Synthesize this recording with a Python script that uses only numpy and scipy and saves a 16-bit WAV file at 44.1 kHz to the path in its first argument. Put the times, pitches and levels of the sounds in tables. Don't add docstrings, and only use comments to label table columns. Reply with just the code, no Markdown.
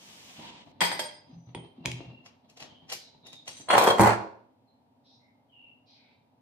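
import sys
import numpy as np
from scipy import signal
from scipy.fft import rfft, irfft
from scipy.io import wavfile
from scipy.ndimage import uniform_filter1d

SR = 44100
rng = np.random.default_rng(int(sys.argv[2]) if len(sys.argv) > 2 else 0)


def transcribe(signal):
    frames = np.atleast_2d(signal).T
    limited = np.clip(frames, -1, 1)
    pcm = np.round(limited * 32767).astype(np.int16)
    wavfile.write(sys.argv[1], SR, pcm)


N = 282681


def amp(db):
    return 10 ** (np.asarray(db) / 20)


def at_hz(curve, hz):
    f, value = np.transpose(curve)
    return np.interp(np.log(hz + 1), np.log(f + 1), value)


def unit_rms(x):
    return x / np.sqrt(np.mean(x ** 2) + 1e-20)


def add(mix, start_s, sound):
    part = mix[:, round(start_s * SR):][:, :sound.shape[1]]
    part += sound[:, :part.shape[1]]


def coloured(x, colour):
    gain = amp(at_hz(colour, np.fft.rfftfreq(x.shape[-1], 1 / SR)))
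    return unit_rms(irfft(rfft(x) * gain, x.shape[-1]))


def wander(smooth_samples, size=N):
    return unit_rms(uniform_filter1d(rng.standard_normal(size), size=smooth_samples))


def swells(rows, rise_db_per_s=1102.5, fall_db_per_s=399):
    t = np.arange(N) / SR
    strokes_db = [db - rise_db_per_s * np.maximum(s - t, 0)
                  - fall_db_per_s * np.maximum(t - s - length, 0) for s, length, db in rows]
    return amp(np.max(strokes_db, axis=0).clip(-200))


# f/Hz, left-right correlation
STEREO_CORRELATION = [(100, 0.91), (300, 0.78), (600, 0.54), (1000, -0.047), (2000, -0.21), (4000, -0.41),
                      (15000, -0.19)]

def diffuse(size):
    a, b = rfft(rng.standard_normal((2, size)))
    correlation = np.clip(at_hz(STEREO_CORRELATION, np.fft.rfftfreq(size, 1 / SR)), -1, 1)
    mid, side = a * np.sqrt(1 + correlation), b * np.sqrt(1 - correlation)
    return unit_rms(irfft([mid + side, mid - side], size))


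# f/Hz, t60/s
ROOM_T60 = [(100, 0.34), (260, .65), (700, 0.54), (1840, 0.46), (4850, 0.47), (9000, 0.28), (13000, 0.2)]

def room(x, wet_db, rise_s=0.00097):
    hz, t, spectra = signal.stft(diffuse(SR), SR, nperseg=256)
    t60 = at_hz(ROOM_T60, hz)[:, None]
    tail = signal.istft(spectra * amp(-60 * t / t60), SR, nperseg=256)[1]
    tail *= 1 - np.exp(-(np.arange(tail.shape[1]) / SR / rise_s) ** 2)
    return x + amp(wet_db) * signal.fftconvolve(x, tail / np.linalg.norm(tail[0]), axes=1)[:, :N]


def contact(colour, tilt_db_per_oct, scatter, scatter_t60_s, crisp_hz, size=4096, left_lag_s=.00004):
    signed_hz, t = np.fft.fftfreq(size, 1 / SR), np.arange(size) / SR
    hz = abs(signed_hz)
    gain = amp(at_hz(colour, hz) + tilt_db_per_oct * np.log2(np.maximum(hz, 300) / 1000))
    pulse = np.exp(np.conj(signal.hilbert(np.log(gain))))
    smear = diffuse(size) * amp(-60 * t / scatter_t60_s)
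    smear = np.fft.fft(smear / np.linalg.norm(smear[0]))
    crisp = 1 / (1 + 1j * signed_hz / crisp_hz)
    lag = np.exp(-2j * np.pi * signed_hz * np.array([[left_lag_s], [0]]))
    crack = np.fft.ifft(pulse * (crisp * lag + smear * (scatter + (1 - crisp) / 2))).real
    fade = np.cos(np.pi / 2 * t / t[-1])
    return unit_rms(crack * fade) * np.sqrt(.005 * SR / size)


def ring(modes, spread_db, looseness, rise_s, stereo):
    t = np.arange(SR // 2) / SR
    hz, db, t60 = np.transpose(modes)
    count = len(hz)
    hz = hz * (1 + .006 * looseness * rng.standard_normal(count))
    spot = rng.standard_normal(count) + stereo * rng.standard_normal((2, count))
    gains = amp(db + spread_db * spot)
    phases = np.exp(2j * np.pi * (rng.random(count) + stereo * rng.random((2, count))))
    knots_s = np.linspace(0, t[-1], 45)
    flutter = np.array([np.interp(t, knots_s, a + 1j * b)
                        for a, b in rng.standard_normal((count, 2, len(knots_s)))])
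    waves = np.exp((2j * np.pi * hz - np.log(1000) / t60)[:, None] * t) * (1 + looseness * flutter)
    attack = 1 - np.exp(-(t / rise_s) ** 2)
    return ((gains * phases) @ waves).imag * attack / np.linalg.norm(amp(db))


def blows(rows, colour, modes, support, *, scatter, scatter_t60_s, crisp_hz, looseness,
          wet_db, left_db, ring_wet_db=-7):
    cracks, rings = np.zeros((2, 2, N))
    for s, db, tilt, ring_db, thump_db in rows:
        add(cracks, s, amp(db) * contact(colour, tilt, scatter, scatter_t60_s, crisp_hz))
        metal = ring(modes, spread_db=2, looseness=looseness, rise_s=0.0018, stereo=.8)
        thump = ring(support, spread_db=1.5, looseness=0.099, rise_s=0.00046, stereo=0.26)
        add(rings, s, amp(ring_db) * metal + amp(thump_db) * thump)
    balance = amp([[left_db / 2], [-left_db / 2]])
    return (room(cracks, wet_db) + room(rings, ring_wet_db)) * balance


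def scrape(gain, colour, catches_per_s, spread_db=4.5):
    catches = (rng.random(N) < catches_per_s / SR) * rng.choice([-1, 1], N)
    strength = amp(spread_db * np.minimum(rng.exponential(1, N), 3))
    tick = contact(colour, 0, scatter=3.1, scatter_t60_s=0.019, crisp_hz=3020)
    grit = signal.oaconvolve((catches * strength)[None], tick, axes=1)[:, :N]
    return room(unit_rms(grit) * gain, wet_db=-12.5)


# f/Hz, level/dB
AIR_COLOUR = [(15, -47), (25, -16.5), (48, -32.5), (106, -2.5), (191, -12), (257, 1.5), (326, -16),
              (501, -13.5), (729, -10.5), (952, -9), (1030, -20.5), (1540, -30), (3930, -32.5),
              (6540, -43.5), (15000, -44)]

def room_noise():
    return amp(-66) * coloured(diffuse(N), AIR_COLOUR)


# t/s, swish/dB, fizz/dB
SLEEVE_LEVELS = [(0.0, -56, -60), (0.038, -55.5, -55.5), (0.314, -52.5, -55.5), (0.472, -48, -61.5),
                 (0.618, -53, -99), (0.656, -66.5, -77), (0.72, -67, -77)]
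# f/Hz, level/dB
SWISH_COLOUR = [(120, -14.5), (200, -1), (298, -8.5), (344, -6.5), (384, -10.5), (774, -9.5), (923, -6),
                (1400, -15), (2100, -9.5), (3100, -4), (4500, -12), (9000, -28), (11700, -77),
                (19800, -120)]
FIZZ_COLOUR = [(3000, -13), (6000, -4.5), (8500, -12), (10000, -16), (14500, -19.5)]

def sleeve():
    times, *levels_db = np.transpose(SLEEVE_LEVELS)
    t = np.arange(N) / SR
    swish_gain, fizz_gain = amp([np.interp(t, times, db, left=-200, right=-200) for db in levels_db])
    folds = amp(1.3 * wander(700))
    swish = coloured(diffuse(N) * folds, SWISH_COLOUR)
    fizz = coloured(diffuse(N), FIZZ_COLOUR)
    return swish * swish_gain + fizz * fizz_gain


# t/s, length/s, level/dB
RUBS = [(.4, 0.68, -58.5), (1.33, 0.063, -56.5), (1.5, 0.094, -52), (1.79, 0.18, -53.5), (2.08, 0.13, -60),
        (2.55, 0.32, -62), (3.1, 0.63, -61)]
# f/Hz, level/dB
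RUB_COLOUR = [(40, -24.5), (80, -11.5), (160, -5.5), (320, -7), (450, -16), (900, -12.5), (1400, -30),
              (4000, -25.5), (15000, -88.5)]

def tray_rubs():
    unevenness = amp(7.5 * wander(1100))
    rumble = coloured(diffuse(N) * unevenness, RUB_COLOUR)
    return room(rumble * swells(RUBS, rise_db_per_s=160, fall_db_per_s=94), wet_db=-3)


# t/s, length/s, f/Hz, width/Hz, level/dB, initial overshoot/fraction of f
SQUEAKS = [(0.4, 0.076, 950, 120, -57.5, 0.029), (1.256, 0.26, 6040, 220, -84, 0.013),
           (1.743, 0.53, 2753, 160.6, -72, .02), (2.644, 0.16, 3107, 524, -71, 0.073),
           (2.982, 0.12, 3950, 760, -67.5, 0.066), (3.207, 0.23, 3710, 503, -63, 0.075),
           (4.658, 0.054, 4010, 350, -84, 0.061), (5.181, 0.15, 2100, 480, -82, .03),
           (5.476, 0.27, 2772, 301.4, -68, 0.23)]

def squeaks(settle_s=.04):
    out = np.zeros((2, N))
    offset_hz = np.fft.fftfreq(SR, 1 / SR)
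    for s, length, hz, width_hz, db, overshoot in SQUEAKS:
        size = int(length * SR)
        pitch_hz = hz * (1 + overshoot * np.exp(-np.arange(size) / SR / settle_s))
        band = 1 / (1 + (4.2 * offset_hz / width_hz) ** 2)
        waver = np.fft.ifft(np.fft.fft(rng.standard_normal((2, SR))) * band)[:, :size]
        tone = (waver * np.exp(2j * np.pi * np.cumsum(pitch_hz) / SR)).real
        add(out, s, amp(db) * unit_rms(tone * signal.windows.tukey(size, .55)))
    return room(out, wet_db=6.5)


# t/s, level/dB, tilt/(dB/oct), ring/dB, stand knock/dB
CLINKS = [(0.8065, -24, 1.5, -24.5, -43), (0.8150, -17.5, -3, -30, -37.5), (0.819, -19.5, -4, -35, -39),
          (0.8255, -28, -4, -34.5, -42), (0.8363, -28, -1.5, -28.5, -45.5), (0.848, -27, 1.5, -30.5, -45),
          (0.9165, -27.5, -2.5, -35.5, -44.5), (0.9930, -29, 1.5, -28.5, -28.5),
          (0.9990, -34.5, 3, -47.5, -60)]
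# f/Hz, level/dB
CLINK_COLOUR = [(40, -40.5), (165, -4), (230, -20), (350, -8.5), (580, -10), (700, -3.5), (870, 4.5),
                (1350, -7), (1980, 4.5), (2800, -5.5), (3500, -5), (4700, -3.5), (6500, -12.5), (8700, -6),
                (9500, -30.5), (15000, -52)]
# f/Hz, level/dB, t60/s
BREWER_MODES = [(893, -3, 0.17), (940, -4.5, 0.28), (2023, -8.5, 0.071), (2191, -8.5, .2),
                (3240, 3.5, 0.11), (3225, -1, 0.14), (3375, -10.5, 0.15), (4334, -9, .2),
                (4680, -0.5, 0.12), (4840, -6.5, 0.17), (4930, -9.5, 0.61), (8530, -11.5, .14),
                (8670, -6, 0.33), (8810, -7.5, .16), (12780, -10, 0.2), (12600, -9, .16)]
STAND_MODES = [(164.4, -12.5, 0.22), (245, -6, .14), (354, -6, .13), (515, 1.5, 0.13), (600, 4, 0.1),
               (727, -2.5, .1), (920, -8, 0.28), (1620, -1, 0.14), (1730, -8.5, 0.11), (2136, -4.5, .07)]

def brewer_lift():
    return blows(CLINKS, CLINK_COLOUR, BREWER_MODES, STAND_MODES, scatter=1.3, scatter_t60_s=.07,
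                 crisp_hz=3500, looseness=0.82, wet_db=-3, left_db=-0.1)


# t/s, level/dB, centre f/Hz
BUMPS = [(1.291, -51, 241.5), (1.319, -42.5, 159), (1.362, -41.5, 157), (1.469, -42.5, 125),
         (1.503, -50, 210), (1.549, -37, 316), (1.561, -38.5, 154), (1.779, -43.5, 255), (1.803, -43, 207),
         (1.853, -31.5, 98), (1.879, -33, 112.3), (1.926, -34, 116), (2.004, -44, 322),
         (2.067, -43.5, 129.3), (2.125, -48.5, 241.6)]
# f/Hz, level/dB, t60/s
TRAY_MODES = [(76.4, -7, 0.098), (123, -3, .28), (167, -2, .26), (213, -4, .2), (253, -2, 0.24),
              (284, -8, 0.098), (347, -2.5, 0.25), (394, -8, 0.45), (564.2, -6, .12), (640, -11.5, .2)]

def tray_bumps(octave_off_db=-43):
    out = np.zeros((2, N))
    for s, db, centre_hz in BUMPS:
        modes = [(hz, mode_db + octave_off_db * np.log2(hz / centre_hz) ** 2, t60)
                 for hz, mode_db, t60 in TRAY_MODES]
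        add(out, s, amp(db) * ring(modes, spread_db=2.6, looseness=0.18, rise_s=0.0029, stereo=0.039))
    return room(out, wet_db=-10.5)


# t/s, level/dB, tilt/(dB/oct), ring/dB
LANDINGS = [(1.5488, -39, -1, -36), (1.5507, -37, -5.5, -39.5), (1.575, -41, -8, -54.5),
            (1.854, -39.5, 0.5, -55), (1.8578, -28.5, 6, -31.5), (1.859, -27.5, 5, -35.5),
            (1.882, -41.5, -3.5, -44.5), (1.917, -37, 7, -41.5), (2.006, -42, -7, -63)]
# f/Hz, level/dB
LANDING_COLOUR = [(150, 0), (450, 12.5), (900, 12), (1500, -1), (2100, 13), (3400, 6), (4600, -5),
                  (6500, -4), (9000, -16), (13000, -24), (15500, -46.5)]
# f/Hz, level/dB, t60/s
BASE_MODES = [(870, -3, 0.21), (953, 0.5, 0.18), (2045, -35, 0.073), (3300, -5.5, 0.14), (3150, -2.5, 0.43),
              (3320, 13.5, .04), (4240, -6, 0.049), (4850, -7, 0.11)]
RIM_MODES = [(3120, -2, .42), (8790, -3, 0.27)]

def brewer_landing(touch_s=1.549, thump_rel_db=-8.5):
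    rim = np.zeros((2, N))
    add(rim, touch_s, amp(-52) * ring(RIM_MODES, spread_db=4, looseness=0.3, rise_s=0.00052, stereo=0.37))
    rows = [(s, db, tilt, ring_db, db + thump_rel_db) for s, db, tilt, ring_db in LANDINGS]
    base = blows(rows, LANDING_COLOUR, BASE_MODES, TRAY_MODES, scatter=0.35, scatter_t60_s=0.0049,
                 crisp_hz=6000, looseness=0.63, wet_db=-6, left_db=-0.8, ring_wet_db=-16.5)
    return room(rim, wet_db=-7) + base


# t/s, level/dB, tilt/(dB/oct), ring re click/dB
CLICKS = [(2.2620, -52, -3.5, -28), (2.4990, -60.5, 8, -22), (2.574, -53, 3, -15), (2.6042, -46, -0.5, -22),
          (2.625, -44.5, -3.5, -18), (2.9, -42, 1, -2), (2.9249, -33.5, 9, -7), (2.933, -38, 10.5, -6),
          (2.9370, -41, 3.5, -27), (3.268, -51.5, 6, -24.5), (3.3304, -50.5, 4, -6),
          (3.4790, -41, 3.5, 3.5), (3.4906, -46, 2.5, -8)]
# f/Hz, level/dB
CLICK_COLOUR = [(40, -37), (150, -31.5), (600, 6.5), (1200, 1.5), (2400, 6), (4200, 7), (6500, 1.5),
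                (8500, -9), (11300, -11.5), (13000, -19), (15000, -22.5)]
# f/Hz, level/dB, t60/s
BOLT_MODES = [(3250, -10, .06), (3908, -7, .08), (6020, -7, .06), (6110, -1, .09), (6190, -4, .07),
              (7500, -9, .05), (7640, -2, .07), (8790, -7, .07), (8900, -5, .07), (9340, -11, .07),
              (13720, -21, .05)]
BOLT_THUMP_REL_DB = -22.5

def latch_screw():
    rows = [(s, db, tilt, db + ring_rel_db, db + BOLT_THUMP_REL_DB)
            for s, db, tilt, ring_rel_db in CLICKS]
    clicks = blows(rows, CLICK_COLOUR, BOLT_MODES, TRAY_MODES, scatter=8.9, scatter_t60_s=0.011,
                   crisp_hz=5000, looseness=.7, wet_db=-1, left_db=1.5)
    grind = swells([(s, 0, db + 1.5) for s, db, _, _ in CLICKS], rise_db_per_s=1400, fall_db_per_s=478)
    return clicks + scrape(grind, CLICK_COLOUR, catches_per_s=6700, spread_db=3.5)


# t/s, length/s, level/dB
JINGLES = [(3.4565, .02, -58), (3.479, .03, -44.5), (3.51, .075, -46), (3.596, .022, -46), (3.62, .04, -58)]

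def bolt_jingle(touches_per_s=130, spread_db=9, tick_rel_db=-6.5):
    rows = []
    for start, length, burst_db in JINGLES:
        count = round(length * touches_per_s)
        jitter, weakness = rng.random((count, 2)).T
        times = start + length * (np.arange(count) + jitter) / count
        for s, db in zip(times, burst_db - spread_db * weakness):
            rows.append((s, db + tick_rel_db, 0, db, db + BOLT_THUMP_REL_DB))
    return blows(rows, CLICK_COLOUR, BOLT_MODES, TRAY_MODES, scatter=3, scatter_t60_s=0.015,
                 crisp_hz=5000, looseness=0.76, wet_db=-4, left_db=0.5)


# t/s, level/dB, ring/dB
SLIPS = [(3.6865, -33.5, -30.5), (3.7020, -22.5, -32.5), (3.7050, -15.5, -24), (3.7130, -24, -31),
         (3.7270, -22.5, -26), (3.7390, -20.5, -30.5), (3.7490, -19.5, -32)]
# t/s, length/s, level/dB
GRATING = [(3.686, .014, -44.5), (3.708, 0.02, -26.5), (3.733, 0.036, -22)]
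# f/Hz, level/dB
SLIP_COLOUR = [(40, -49), (100, -21), (280, -9.5), (400, -6.5), (650, -0.5), (1050, 2.5), (1300, -2),
               (1900, -6), (2700, -9.5), (3500, -13.5), (4300, -22), (5000, -26.5), (8500, -23.5),
               (10000, -42), (15000, -43.5)]
# f/Hz, level/dB, t60/s
CLAMP_MODES = [(603, -1, .16), (772, -3, .14), (830, -3, .14), (980, 0, .14), (1010, -1, .12),
               (1102, 0, .16), (1290, -6, .1), (1464, -5, .16), (2379, -12, .08), (3265, 0, .09),
               (4226, -1.5, .08), (7640, -10, .08), (8760, -1.5, .075), (8860, -3, .06), (9383, -15, .09),
               (11547, -19, .06), (15090, -19, .08)]
TABLE_MODES = [(80, -8, .2), (114, 0, .33), (160, -3, .18), (202, 3, .26), (225, 1, .26), (328, 2, .2),
               (382, 1, .16), (413, -2, .18), (462, -7, .16), (534, -6, .2), (603, -2, .18)]
CLAMP_THUMP_REL_DB = -22.5

def clamp_slip():
    rows = [(s, db, 0, ring_db, db + CLAMP_THUMP_REL_DB) for s, db, ring_db in SLIPS]
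    catches = blows(rows, SLIP_COLOUR, CLAMP_MODES, TABLE_MODES, scatter=0.83, scatter_t60_s=0.1,
                    crisp_hz=2487, looseness=1, wet_db=-4, left_db=0.74)
    return catches + scrape(swells(GRATING), SLIP_COLOUR, catches_per_s=780)


def rocking_taps(start_s, length_s, rattle_db, taps_per_s=45, ring_rel_db=-12.5, thump_rel_db=-17):
    count = round(length_s * taps_per_s)
    jitter, weakness, hardness = rng.random((count, 3)).T
    times = start_s + length_s * (np.arange(count) + jitter) / count
    db = rattle_db + .5 - 7 * weakness
    tilt = 4 * (2 * hardness - 1)
    return list(zip(times, db, tilt, db + ring_rel_db, db + thump_rel_db))


# t/s, level/dB, tilt/(dB/oct), ring/dB
CLAMP_HITS = [(3.742, -24.5, -4.5, -31), (3.7536, -18.5, -2.5, -34.5), (3.7623, -19, -2.5, -31),
              (3.7783, -23.5, -3.5, -30), (3.78, -10.5, 1, -24), (3.7863, -20, 2.5, -23.5),
              (3.839, -25, 8.5, -28.5), (3.8440, -24, -4, -31.5), (3.8714, -16.5, 1, -26),
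              (3.8766, -12, -1.5, -23.5), (3.8855, -20, 1, -31), (3.901, -23.5, -0.5, -22),
              (4.009, -27.5, 5.5, -19.5)]
# f/Hz, level/dB
CLAMP_COLOUR = [(30, -52.5), (100, -18.5), (280, -12), (400, -2), (650, -2.5), (820, 0), (1000, 5),
                (1200, -7), (1500, -11), (2000, -14), (3200, -20.5), (5000, -25), (8500, -26),
                (10000, -32.5), (12500, -31.5), (15000, -37)]
# t/s, length/s, level/dB
RATTLES = [(3.771, 0.14, -24), (3.987, 0.11, -23)]

def clamp_fall():
    rattle = RATTLES[0]
    rows = [(s, db, tilt, ring_db, db + CLAMP_THUMP_REL_DB) for s, db, tilt, ring_db in CLAMP_HITS]
    rows += rocking_taps(*rattle)
    hits = blows(rows, CLAMP_COLOUR, CLAMP_MODES, TABLE_MODES, scatter=.4, scatter_t60_s=.04,
                 crisp_hz=1720, looseness=0.9, wet_db=-4, left_db=0.5)
    return hits + scrape(swells([rattle]), CLAMP_COLOUR, catches_per_s=1300)


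# t/s, level/dB, tilt/(dB/oct)
BASKET_HITS = [(3.9956, -11.5, -0.5), (4.0042, -15.5, 0.5), (4.01, -21, 3), (4.015, -22.5, 2.5),
               (4.025, -20, -0.5), (4.0342, -15.5, 1), (4.039, -18.5, -3), (4.046, -19.5, 0.5),
               (4.0582, -18.5, -0.5), (4.067, -20, -3), (4.0725, -12.5, -2.5), (4.0784, -25, -6),
               (4.11, -25.5, -2.5)]
# f/Hz, level/dB, t60/s
BASKET_MODES = [(820, 0, .14), (970, 0, .16), (1100, 0, .18), (1410, 1, .2), (1480, -2, .14),
                (1604, -3, .14), (1750, -4, .13), (2180, -6, .12), (2390, -6, .12), (3720, -12, .06),
                (4240, -9, .1), (4370, -9, .07), (4710, -12, .07), (8780, -12, .1)]
# t/s, length/s, level/dB
ROLL = [(4.06, 0.07, -28)]
# f/Hz, level/dB
BASKET_COLOUR = [(30, -61), (100, -19.5), (280, -10.5), (450, -6), (650, -2), (820, 4), (1000, 4),
                 (1250, -9.5), (1700, -12), (2300, -16), (3200, -26), (5000, -27), (8500, -24),
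                 (10000, -32), (13000, -30), (15000, -42)]
ROLL_COLOUR = [(100, -30), (400, -8.5), (1000, 1), (1400, 5), (2400, -2), (3100, -17.5), (4400, -15.5),
               (6000, -22.5), (9000, -25.5), (15000, -45)]

def basket_fall(ring_rel_db=-13, thump_rel_db=-1, thump_fade_db_per_s=260.5):
    landed_s, rattle = BASKET_HITS[0][0], RATTLES[1]
    rows = [(s, db, tilt, db + ring_rel_db, db + thump_rel_db - thump_fade_db_per_s * (s - landed_s))
            for s, db, tilt in BASKET_HITS]
    rows += rocking_taps(*rattle)
    hits = blows(rows, BASKET_COLOUR, BASKET_MODES, TABLE_MODES, scatter=.4, scatter_t60_s=.04,
                 crisp_hz=1404, looseness=0.82, wet_db=-6.5, left_db=-1.1)
    slide = scrape(swells([rattle]), BASKET_COLOUR, catches_per_s=1200)
    roll = scrape(swells(ROLL), ROLL_COLOUR, catches_per_s=1700)
    return hits + slide + roll


# t/s, length/s, f/Hz, level/dB, tilt/(dB/oct)
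CHIRPS = [(5.03, .15, 1277, -72, 15), (5.85, 0.14, 792, -70, 8), (5.926, 0.24, 775, -75.5, -12.5)]
# f/Hz, level/dB
CHIRP_COLOUR = [(1100, -26), (1700, -12), (2300, 9.5), (2800, -13), (3350, 14), (3900, 11.5), (4500, 10.5),
                (5600, -6.5), (7000, -48)]

def chirps(pitch_jitter=.075):
    out = np.zeros((2, N))
    harmonics = np.arange(2, 9)[:, None]
    for s, length, hz, db, tilt in CHIRPS:
        size = int(length * SR)
        pitch_hz = hz * (1 + pitch_jitter * wander(60, size=SR)[:size])
        cycles = harmonics * np.cumsum(pitch_hz) / SR + rng.random((2, len(harmonics), 1))
        gains = amp(at_hz(CHIRP_COLOUR, harmonics * hz) + tilt * np.log2(harmonics))
        buzz = (gains * np.cos(2 * np.pi * cycles)).sum(axis=1)
        add(out, s, amp(db) * unit_rms(buzz * signal.windows.tukey(size, .5)))
    return room(out, wet_db=5)


def scene():
    return (room_noise() + sleeve() + tray_rubs() + squeaks()
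            + brewer_lift() + tray_bumps() + brewer_landing() + latch_screw() + bolt_jingle()
            + clamp_slip() + clamp_fall() + basket_fall() + chirps())


def record(dry):
    thinned = signal.sosfilt(signal.butter(3, 60, "high", fs=SR, output="sos"), dry)
    lowpass = signal.firwin(511, 15500, window=("kaiser", 9), fs=SR)
    return signal.oaconvolve(np.tanh(thinned), lowpass[None], "same", axes=1)


dry = scene()
out = record(dry)
transcribe(out)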